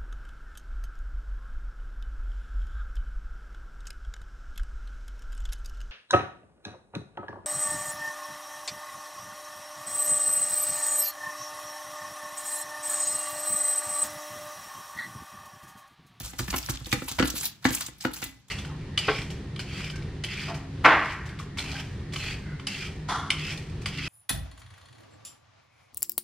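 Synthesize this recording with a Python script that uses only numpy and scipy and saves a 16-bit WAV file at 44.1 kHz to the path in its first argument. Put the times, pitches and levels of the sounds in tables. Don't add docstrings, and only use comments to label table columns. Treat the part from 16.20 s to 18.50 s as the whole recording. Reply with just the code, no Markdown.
import sys
import numpy as np
from scipy import signal
from scipy.fft import rfft, irfft, next_fast_len
from scipy.io import wavfile
from scipy.ndimage import uniform_filter1d

SR = 44100
rng = np.random.default_rng(int(sys.argv[2]) if len(sys.argv) > 2 else 0)


def magnitude_from_level(level_db):
    exponent = np.asarray(level_db, float) / 20
    return 10 ** exponent


def pcm_store(signal):
    levels = np.round(np.clip(np.atleast_2d(signal), -1, 1) * 32767)
    wavfile.write(sys.argv[1], SR, levels.astype(np.int16).T)


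N = 101429
TIME_S = np.arange(N) / SR


def rms_one(x):
    return x / np.sqrt(np.mean(x ** 2) + 1e-20)


def at_hz(points, hz):
    point_hz, values = np.transpose(points)
    return np.interp(np.log(hz), np.log(point_hz), values)


def band(x, low_hz, high_hz, order=2):
    edges_hz = [low_hz, min(high_hz, 0.45 * SR)]
    return signal.sosfilt(signal.butter(order, edges_hz, "band", fs=SR, output="sos"), x)


def soften(x, hz):
    r = np.exp(-2 * np.pi * hz / SR)
    return signal.lfilter([(1 - r) ** 2], [1, -2 * r, r * r], x)


def drift(hz):
    settle = SR // 10
    return rms_one(soften(rng.standard_normal(N + settle), hz)[settle:])


def ring(clicks, hz, t60):
    r = magnitude_from_level(-60 / (t60 * SR))
    w = 2 * np.pi * hz / SR
    return signal.lfilter([0, np.sin(w)], [1, -2 * r * np.cos(w), r * r], clicks + 1e-18)


def bursts(s, db, hold_s, rise_s):
    age = TIME_S - np.array(s)[:, None]
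    swell = np.sin(np.pi / 2 * np.clip(age / rise_s + 0.19, 0, 1)) ** 2
    fall = np.exp(-np.maximum(age - 0.51 * rise_s, 0) / np.maximum(hold_s, 0.002)[:, None])
    return magnitude_from_level(db)[:, None] * swell * fall


def widen(mid, side):
    return mid + side * [[1], [-1]]


def pan(x, left_db):
    return x * magnitude_from_level([[left_db / 2], [-left_db / 2]])


# frequency in Hz, likeness from 0 to 1.
LIKENESS = [(60, 0.94), (240, 0.73), (950, 0.87), (3770, 0.029), (15000, 0.048)]


def colour(pair, spectrum, bright_db=0, patchy_db=0):
    out = 0
    edges = 25 * 2 ** np.arange(0, 9.6, 0.5)
    for k, (low, high) in enumerate(zip(edges, edges[1:])):
        mid, side = band(pair, low, high)
        hz = np.sqrt(low * high)
        alike = np.clip(at_hz(LIKENESS, hz), -1, 1)
        level_db = at_hz(spectrum, hz) + bright_db * np.log2(hz / 6000)
        gain = magnitude_from_level(level_db + patchy_db * drift(35))
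        stereo = widen(np.sqrt(1 + alike) * mid, np.sqrt(1 - alike) * side)
        out = out + (-1) ** k * gain * stereo
    return rms_one(out)


def struck(modes, start_s, db, soft_hz, spread_s=0, loss_db=0, count=1, lag_s=0):
    late = np.cumsum(rng.uniform(0.25, 1.7, (len(start_s), count)), axis=1) * spread_s / count
    at = ((start_s[:, None] + lag_s + late - late[:, :1]) * SR).astype(int)
    contact_db = db[:, None] - loss_db * np.sqrt(np.arange(count))
    out = np.zeros(N)
    for hz, level_db, t60 in modes:
        clicks = np.zeros(N)
        clicks[at] = magnitude_from_level(contact_db + level_db + 2 * rng.standard_normal(at.shape))
        out += ring(soften(clicks, soft_hz), hz, t60)
    return band(out, 0.7 * modes[0][0], 9000, order=3)


# frequency in Hz, level in dB, T60 in seconds.
SHEET_MODES = [(95, -17.5, 0.12), (124.3, 1.5, 0.15), (139.6, -12, 0.27)]


def sheet_thump(start_s, db):
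    return pan(struck(SHEET_MODES, start_s, db + 1, soft_hz=177), -3.5)


# frequency in Hz, level in dB, T60 in seconds.
TRAY_LOW = [(184, -16, 0.045), (230.5, -18, 0.076), (265.3, 0.5, 0.073), (299.1, -6.5, 0.16),
            (327.6, -8.5, 0.093), (361.6, -14.5, 0.077), (490, -2.5, 0.044)]


def tray_knock(start_s, db):
    knock = struck(TRAY_LOW, start_s, db - 2, soft_hz=520, spread_s=0.05, loss_db=9, count=9,
                   lag_s=0.00251)
    return pan(knock, -4)


# frequency in Hz, level in dB, T60 in seconds.
TRAY_HIGH = [(808.6, -10, 0.063), (891, -17.5, 0.081), (982, -10, 0.012), (1346, -4.5, 0.059),
             (1460, -5.5, 0.084), (1761, 3.5, 0.011), (1984, -8, 0.099), (2220, -3, 0.032),
             (2950, -11.5, 0.098), (3666, -5, 0.056), (4500, -5.5, .06)]


def finger_slap(start_s, db):
    slap = struck(TRAY_HIGH, start_s, db - 7, soft_hz=3700, spread_s=0.006275, loss_db=1.5, count=4)
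    return pan(slap, 2.5)


def dough_smack(start_s, slap_db):
    t60_s, rise_s, ring_db, ring_t60_s = 0.041, 0.0041, -3.5, 0.035
    noise = rng.standard_normal((2, N))
    smack = rms_one(band(widen(noise[0], 0.87 * noise[1]), 644, 3280))
    drive = smack + 0.39 * noise
    ringing = sum(magnitude_from_level(db / 2) * ring(drive, hz, ring_t60_s) for hz, db, _ in TRAY_HIGH)
    smack = smack + magnitude_from_level(ring_db) * rms_one(ringing)
    hold_s = np.full(len(start_s), t60_s / np.log(1000))
    envelope = bursts(start_s, slap_db - 1, hold_s, rise_s).sum(axis=0)
    return smack * magnitude_from_level(2.3 * drift(220)) * envelope


# frequency in Hz, level in dB, T60 in seconds.
COUNTER = [(49.4, -10, 0.4), (60.2, 3.5, 0.47)]


def counter_boom(start_s, db):
    return pan(struck(COUNTER, start_s, db + 19, soft_hz=23.1, lag_s=0.021), -1.5)


# start in seconds, then knock, thump, slap and boom levels in dB.
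PATS = [(0.004, -42, -40, -44, -40.5), (0.059, -47.5, -53, -50, -63), (0.133, -41.5, -56, -44.5, -47),
        (0.192, -43, -26.5, -32.5, -32.5), (0.202, -29.5, -27.5, -44, -40), (0.281, -45, -44, -53, -35),
        (0.328, -32.5, -52, -32.5, -39), (0.339, -28, -33.5, -26.5, -35), (0.493, -32, -25, -38, -38),
        (0.61, -48, -36.5, -53.5, -42.5), (0.667, -36, -48, -47, -41.5), (0.727, -21, -20.5, -24.5, -41),
        (0.819, -26, -67, -38.5, -45.5), (0.913, -38.5, -37.5, -44.5, -47), (0.987, -49, -26, -23.5, -33),
        (0.999, -12.5, -35, -23.5, -31.5), (1.025, -15, -32, -22.5, -49), (1.137, -31, -68, -54.5, -53),
        (1.451, -15.5, -27, -18, -40), (1.505, -27, -32, -59, -64), (1.606, -47.5, -72, -38, -68),
        (1.683, -41.5, -38.5, -42.5, -54), (1.849, -18, -35.5, -23, -49), (2.024, -34, -39, -32.5, -48)]


def pats():
    start_s, knock_db, thump_db, slap_db, boom_db = np.transpose(PATS)
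    metal = sheet_thump(start_s, thump_db) + tray_knock(start_s, knock_db)
    skin = finger_slap(start_s, slap_db) + dough_smack(start_s, slap_db)
    return metal + skin + counter_boom(start_s, boom_db)


# time in seconds, level in dB.
RUSTLE = [(0, -37), (.17, -51), (.4, -45.5), (.5, -39), (.62, -55), (.78, -42.5), (.86, -45.5), (.97, -46),
          (1.12, -43), (1.27, -45), (1.4, -70), (1.55, -44), (1.78, -65), (1.9, -53), (2.06, -48),
          (2.13, -62.5), (2.27, -81)]


def rustle_db():
    return np.interp(TIME_S, *np.transpose(RUSTLE))


# frequency in Hz, level in dB.
RUMBLE = [(25, -17), (130, 5), (440, -20.5), (5000, -20.5), (16000, -44)]


def rumble():
    work_db = rustle_db()
    level_db = -52.5 + 0.3 * (work_db - work_db.mean())
    return magnitude_from_level(level_db) * colour(rng.standard_normal((2, N)), RUMBLE)


# frequency in Hz, level in dB per Hz.
PAPER = [(300, -27), (1000, -6.5), (2000, -6.5), (4000, 0), (6000, -5), (9000, 3.5), (12000, -5.5),
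         (16000, 3)]
# start in seconds, peak in dB, length in seconds, tilt in dB per octave.
CRACKLES = [(0.045, -26, 0.024, -3.5), (0.2767, -20, 0.0085, -2), (0.301, -18.5, 0.014, -1.5),
            (0.358, -17.5, 0.015, -0.5), (0.3787, -15.5, 0.0078, 2.5), (0.542, -28, 0.015, -3),
            (0.868, -31.5, 0.015, -3), (0.879, -19, 0.022, -2), (0.9118, -20.5, 0.019, -2.5),
            (1.052, -15, 0.0073, -2), (1.071, -17, 0.013, -1), (1.097, -20.5, 0.0092, 2.5),
            (1.152, -18.5, 0.027, -1.5), (1.164, -19, 0.036, 2), (1.207, -26, 0.024, -1.5),
            (1.2286, -19, 0.025, -0.5), (1.251, -17, 0.015, 2.5), (1.501, -20.5, 0.025, -1.5),
            (1.5185, -19.5, 0.028, 3.5), (1.544, -15, 0.011, 3.5), (1.559, -23, 0.048, 0.5),
            (1.66, -21, 0.013, 3.5), (1.78, -40.5, 0.015, 2.5), (1.932, -23.5, 0.019, 2.5),
            (1.959, -24, 0.025, 0), (2.0368, -16.5, 0.0051, 4), (2.2806, -41, 0.012, -2.5)]
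# start in seconds, peak in dB, length in seconds,
# tilt in dB per octave.
LANDINGS = [(0.183, -20, 0.033, -1), (0.341, -29.5, 0.027, 8), (0.492, -17.5, 0.014, 0),
            (0.661, -30, 0.042, -1.5), (0.7106, -26, 0.0069, -0.5), (0.725, -13.5, 0.0075, -0.5),
            (0.9829, -18.5, 0.016, -6.5), (1.04, -29, 0.017, 4.5), (1.422, -39.5, 0.062, -5),
            (1.4415, -22, 0.079, -5), (1.604, -15.5, 0.017, 0.5), (1.802, -28, 0.032, 0),
            (1.837, -26, 0.025, -2), (2.015, -22, 0.032, -1)]


def paper():
    grains_per_s, spread_db, turned = 9000, 2, 0.75
    hits = rng.random((2, N)) < grains_per_s / SR
    strength = magnitude_from_level(spread_db * np.minimum(rng.exponential(1, (2, N)), 5))
    mid, side = hits * strength * rng.choice([-1, 1], (2, N))
    quarter_turn = signal.hilbert(mid, next_fast_len(N))[:N].imag
    side = turned * quarter_turn + np.sqrt(1 - turned ** 2) * side
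    s, db, hold_s, bright_db = np.transpose(CRACKLES + LANDINGS)
    each = bursts(s, db - 9, hold_s, rise_s=0.0083) ** 2
    power = each.sum(axis=0) + magnitude_from_level(2 * rustle_db())
    tilt_db = bright_db @ each / power
    grains = colour([mid, side], PAPER, tilt_db, patchy_db=4)
    return grains * np.sqrt(power) * magnitude_from_level(1.8 * drift(90))


# start in seconds, level in dB, frequency in Hz, T60 in seconds.
FLEXES = [(.196, -32.5, 348, 0.11), (.27, -42, 340, .08), (.336, -23.5, 1040, 0.069),
          (.494, -30.5, 350, 0.074), (.735, -34, 492, 0.16), (1.452, -37, 814, 0.077),
          (1.852, -27.5, 520, 0.081), (2.04, -43, 268.3, 0.3), (.225, -34, 130, .12), (0.283, -28, 190, .1),
          (0.344, -27, 350, .06), (.37, -41, 190, .1), (0.522, -36.5, 265, .15), (0.612, -34, 130, .1),
          (0.644, -36.5, 90, .1), (0.769, -28, 200, .08), (.73, -34.5, 799, .12), (1.2, -48.5, 400, .12),
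          (1.251, -45, 230, .12)]


def flexes():
    rise_s = 0.0027
    out = np.zeros(N)
    for s, db, hz, t60 in FLEXES:
        age = np.maximum(TIME_S - s, 0)
        envelope = magnitude_from_level(db - 60 * age / t60) * (1 - np.exp(-age / rise_s))
        out += envelope * np.sin(2 * np.pi * hz * age)
    return pan(out, -4)


# start in seconds, peak in dB, centre in Hz, length in seconds.
SNAPS = [(0.281, -33.5, 1780, 0.0079), (0.4276, -33.5, 5570, .004), (0.435, -39.5, 3600, .004),
         (.4612, -30, 6000, 0.0031), (0.487, -30, 1200, 0.0074), (0.503, -30.5, 6000, .005),
         (0.538, -42, 5500, .006), (0.5718, -35, 3600, 0.0028), (0.605, -47.5, 1200, 0.0048),
         (0.6452, -44, 4500, 0.011), (0.6583, -35, 3800, .004), (.6922, -44, 6500, 0.0052),
         (0.717, -27, 3800, 0.0071), (0.7264, -18, 2400, 0.0074), (0.9962, -18, 2400, 0.0025),
         (1.0255, -24.5, 3200, 0.0037), (1.1013, -32.5, 6000, 0.0081), (1.165, -46, 4500, .005),
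         (1.251, -34, 5500, 0.01), (1.2615, -28, 4200, 0.0033), (1.54, -34.5, 5500, 0.0063),
         (1.609, -40, 2400, 0.0066), (1.664, -37.5, 4000, 0.0059), (1.808, -40.5, 5500, 0.021),
         (1.941, -36, 4800, 0.0036), (2.0282, -37, 2000, 0.0028), (2.03, -32.5, 3000, 0.0063)]


def snaps():
    octaves, width, ring_db, ring_cycles = 0.67, 0.83, -5, 40
    s, db, hz, hold_s = np.transpose(SNAPS)
    half = 2 ** (octaves / 2)
    noise = rng.standard_normal((2, N))
    pair = widen(noise[0], width * noise[1])
    starts = (s * SR).astype(int) - 100
    out = np.zeros((2, N))
    for start, centre_hz, shape in zip(starts, hz, bursts(s, db, hold_s, rise_s=0.001)):
        now = slice(start, start + SR // 20)
        puff = rms_one(band(pair[:, now], centre_hz / half, centre_hz * half, order=1))
        tone = rms_one(ring(puff, centre_hz, ring_cycles / centre_hz))
        out[:, now] += (puff + magnitude_from_level(ring_db) * tone) * shape[now]
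    return out


# frequency in Hz, level in dB, T60 in seconds.
RIM = [(2010, 1, 0.3), (3520, -9, 0.38), (3640, -6, .3)]
# start in seconds, level in dB.
RIM_HITS = [(.728, -43), (2.028, -46.5)]


def rim():
    s, db = np.transpose(RIM_HITS)
    clicks = np.zeros(N)
    clicks[(s * SR).astype(int)] = magnitude_from_level(db)
    return sum(magnitude_from_level(level_db + 3 * drift(30)) * ring(clicks, hz, t60) for hz, level_db, t60 in RIM)


def kitchen(x):
    t60_s, wall_cut_hz = 0.35, 7100
    size = next_fast_len(N + SR)
    z = np.exp(-2j * np.pi * np.arange(size // 2 + 1) / size)
    dull = np.exp(-2 * np.pi * wall_cut_hz / SR)
    wall = (1 - dull) / (1 - dull * z)
    lags = (rng.uniform(0.008, 0.035, (2, 8)) * SR).astype(int)
    out = []
    for side in lags:
        response = 0
        for k, lag in enumerate(side):
            loop = magnitude_from_level(-60 * lag / SR / t60_s) * wall * z ** lag
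            response = response + (-1) ** k * loop / (1 - loop)
        out.append(irfft(rfft(x, size) * response, size)[:N])
    return np.array(out)


def scene():
    metal = pats() + flexes() + rim()
    sheet = paper() + snaps()
    tray_send = magnitude_from_level(-16) * band(metal[0], 210, 13000)
    paper_send = magnitude_from_level(-15.5) * sheet[0]
    return metal + sheet + kitchen(tray_send + paper_send) + rumble()


def top_cut(x):
    return signal.sosfilt(signal.butter(12, 16990, fs=SR, output="sos"), x)


# centre in Hz, width in Hz.
GAPS = [(9450, 1430), (13200, 2370)]


def record(dry):
    depth, fill_db, flicker_db = 0.4, 1, 1.5
    power = np.mean(band(dry, 5000, 15000) ** 2, axis=0) + 1e-12
    rise_db = 10 * np.log10(uniform_filter1d(power, size=900) / soften(power, 12))
    calm = 1.0 * (rise_db + flicker_db * drift(20) < fill_db)
    shut = 1 - depth + depth * uniform_filter1d(calm, size=200)
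    x = dry
    for hz, width_hz in GAPS:
        edges_hz = [hz - width_hz / 2, hz + width_hz / 2]
        gap = signal.butter(3, edges_hz, "bandstop", fs=SR, output="sos")
        x = x + shut * (signal.sosfiltfilt(gap, x) - x)
    x = signal.sosfilt(signal.cheby2(12, 60, 16300, fs=SR, output="sos"), x)
    x = signal.sosfilt(signal.butter(3, 42, "high", fs=SR, output="sos"), x)
    return top_cut(x)


dry = scene()
out = record(dry)
pcm_store(out)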